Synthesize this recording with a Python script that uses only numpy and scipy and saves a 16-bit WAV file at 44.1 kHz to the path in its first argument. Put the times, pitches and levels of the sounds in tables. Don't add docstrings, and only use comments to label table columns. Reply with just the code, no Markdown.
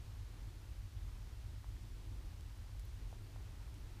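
import sys
import numpy as np
from scipy import signal
from scipy.fft import rfft, irfft
from scipy.io import wavfile

SR = 44100
rng = np.random.default_rng(int(sys.argv[2]) if len(sys.argv) > 2 else 0)


def master(y):
    cut = np.clip(np.atleast_2d(y).T, -1, 1)
    pcm = np.round(cut * 32767)
    wavfile.write(sys.argv[1], SR, pcm.astype(np.int16))


N = 176400

# frequency_hz, side_db
STEREO_WIDTH = [(30, -35), (70, -53), (130, -33), (500, -37), (2000, -37.5), (4000, -27.5), (9000, -24.5),
                (11500, -25.5), (13000, -32)]
# frequency_hz, relative_db
RUMBLE_SPECTRUM = [(5, -27), (20, -12.5), (35, -4), (52, 1), (66, -4), (80, -4), (92, -8), (109, -12.5),
                   (118, -15), (145, -19.5), (180, -29), (300, -36), (700, -61)]
# frequency_hz, relative_db
AIR_SPECTRUM = [(60, -9), (200, 3), (300, 0), (450, -4.5), (720, -7), (860, -5), (1400, -11.5),
                (3000, -16.5), (8000, -26), (15000, -35)]
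# time_s, gain_db
AIR_ENVELOPE = [(0, 0), (.8, -1.5), (2, -1), (3.3, -1), (4, 1.5)]
# frequency_hz, relative_db
RUSH_SPECTRUM = [(120, -20), (220, -10), (300, -3.5), (370, -8), (460, -18), (900, -28), (2000, -44)]
# time_s, level_db
RUSH_ENVELOPE = [(0, -74), (.55, -69.5), (.85, -77), (1.1, -76), (1.55, -75.5), (1.9, -70), (2.2, -67.5),
                 (2.55, -78), (2.95, -77.5), (3.25, -67), (3.6, -78), (3.8, -65), (4, -73.5)]
# pitch_hz, level_db, waver_ratio
DRONE_TONES = [(44.28, -54.5, 0.39), (53.26, -70, 0.8), (98.53, -59, .2), (106.5, -60, 0.16)]
# frequency_hz, relative_db
HISS_SPECTRUM = [(100, -5.5), (1500, 2), (3000, 0.5), (4200, 0.5), (6000, -2.5), (8000, -5.5), (11000, -8),
                 (15000, -11)]
# start_s, level_db, centre_hz, spread_octaves
BODY_TICKS = [(1.0770, -57, 9000, .7), (2.4090, -45, 5000, .8), (2.6937, -57, 6000, 1),
              (2.7956, -42, 6500, 0.87), (2.8027, -51, 8000, .8), (2.8538, -49, 13700, .22),
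              (3.1161, -50, 7500, 0.56), (3.7424, -49, 7000, 0.54)]
# start_s, level_db, pitch_hz
BODY_KNOCKS = [(1.0922, -56, 1190), (1.6436, -49, 920), (2.6937, -54.5, 1100), (2.7973, -57, 1800),
               (3.128, -46.5, 680), (3.361, -50, 710), (3.6794, -56, 1200)]


def amp(db):
    return 10 ** (np.asarray(db) / 20)


def unit(x):
    return x / np.sqrt(np.mean(abs(x) ** 2) + 1e-30)


def spectrum(points, hz):
    corner_hz, db = np.transpose(points)
    return amp(np.interp(np.log(hz + 1), np.log(corner_hz + 1), db))


def envelope(points):
    return amp(np.interp(np.arange(N) / SR, *np.transpose(points)))


def add(mix, start_s, sound):
    part = mix[round(start_s * SR):][:len(sound)]
    part += sound[:len(part)]


def drift(rate_hz):
    hz = np.fft.rfftfreq(N, 1 / SR)
    return unit(irfft(rfft(rng.standard_normal(N)) * np.exp(-(hz / rate_hz) ** 2), N))


def noise(colour):
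    hz = np.fft.rfftfreq(N, 1 / SR)
    mid, side = np.exp(2j * np.pi * rng.random((2, len(hz)))) * spectrum(colour, hz)
    side = side * spectrum(STEREO_WIDTH, hz)
    return unit(irfft(np.array([mid + side, mid - side]), N))


def rumble(level_db=-49.5):
    return amp(level_db) * noise(RUMBLE_SPECTRUM)


def air(base_db=-67, flutter_db=1.1):
    stirring = amp(base_db + flutter_db * drift(rate_hz=6))
    return stirring * envelope(AIR_ENVELOPE) * noise(AIR_SPECTRUM)


def distant_rush():
    return envelope(RUSH_ENVELOPE) * noise(RUSH_SPECTRUM)


def machinery_drone(waver_hz=2.24):
    t = np.arange(N) / SR
    out = np.zeros(N)
    for pitch_hz, level_db, waver_ratio in DRONE_TONES:
        waver = 1 + waver_ratio * (drift(waver_hz) + 1j * drift(waver_hz))
        carrier = np.exp(2j * np.pi * (pitch_hz * t + rng.random()))
        out += amp(level_db) * unit((waver * carrier).real)
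    return out


def electronics(hiss_db=-68, whine_hz=12618, whine_db=-92.5):
    whine = unit(np.sin(2 * np.pi * whine_hz * np.arange(N) / SR))
    return amp(hiss_db) * noise(HISS_SPECTRUM) + amp(whine_db) * whine


def tick(level_db, centre_hz, spread_octaves, tail_s=.0012, tail_db=-23):
    t = np.arange(1024) / SR
    hz = np.fft.rfftfreq(len(t), 1 / SR)
    band = np.exp(-.5 * (np.log2((hz + 1) / centre_hz) / spread_octaves) ** 2)
    tail = amp(tail_db) * np.exp(-t / tail_s) * rng.standard_normal(len(t))
    push = np.roll((t == 0) + tail, 16)
    snap = irfft(band * rfft(push))
    return amp(level_db) * snap / abs(snap).max()


def knock(level_db, pitch_hz, rise_s=.00015, decay_s=.00085, low_cut_hz=330):
    t = np.arange(1024) / SR
    rise_and_decay = (1 - np.exp(-t / rise_s)) * np.exp(-t / decay_s)
    ring = -np.sin(2 * np.pi * pitch_hz * t) * rise_and_decay
    ring = signal.sosfilt(signal.butter(2, low_cut_hz, "highpass", fs=SR, output="sos"), ring)
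    return amp(level_db) * ring / abs(ring).max()


def handling():
    out = np.zeros(N)
    for start_s, level_db, centre_hz, spread_octaves in BODY_TICKS:
        add(out, start_s, tick(level_db, centre_hz, spread_octaves))
    for start_s, level_db, pitch_hz in BODY_KNOCKS:
        add(out, start_s, knock(level_db, pitch_hz))
    return out


def scene():
    return rumble() + air() + distant_rush() + machinery_drone() + electronics() + handling()


def record(dry, cutoff_hz=15310):
    low_pass = signal.firwin(1023, cutoff_hz, window=("kaiser", 9), fs=SR)
    return signal.oaconvolve(dry, low_pass[None], "same")


dry = scene()
out = record(dry)
master(out)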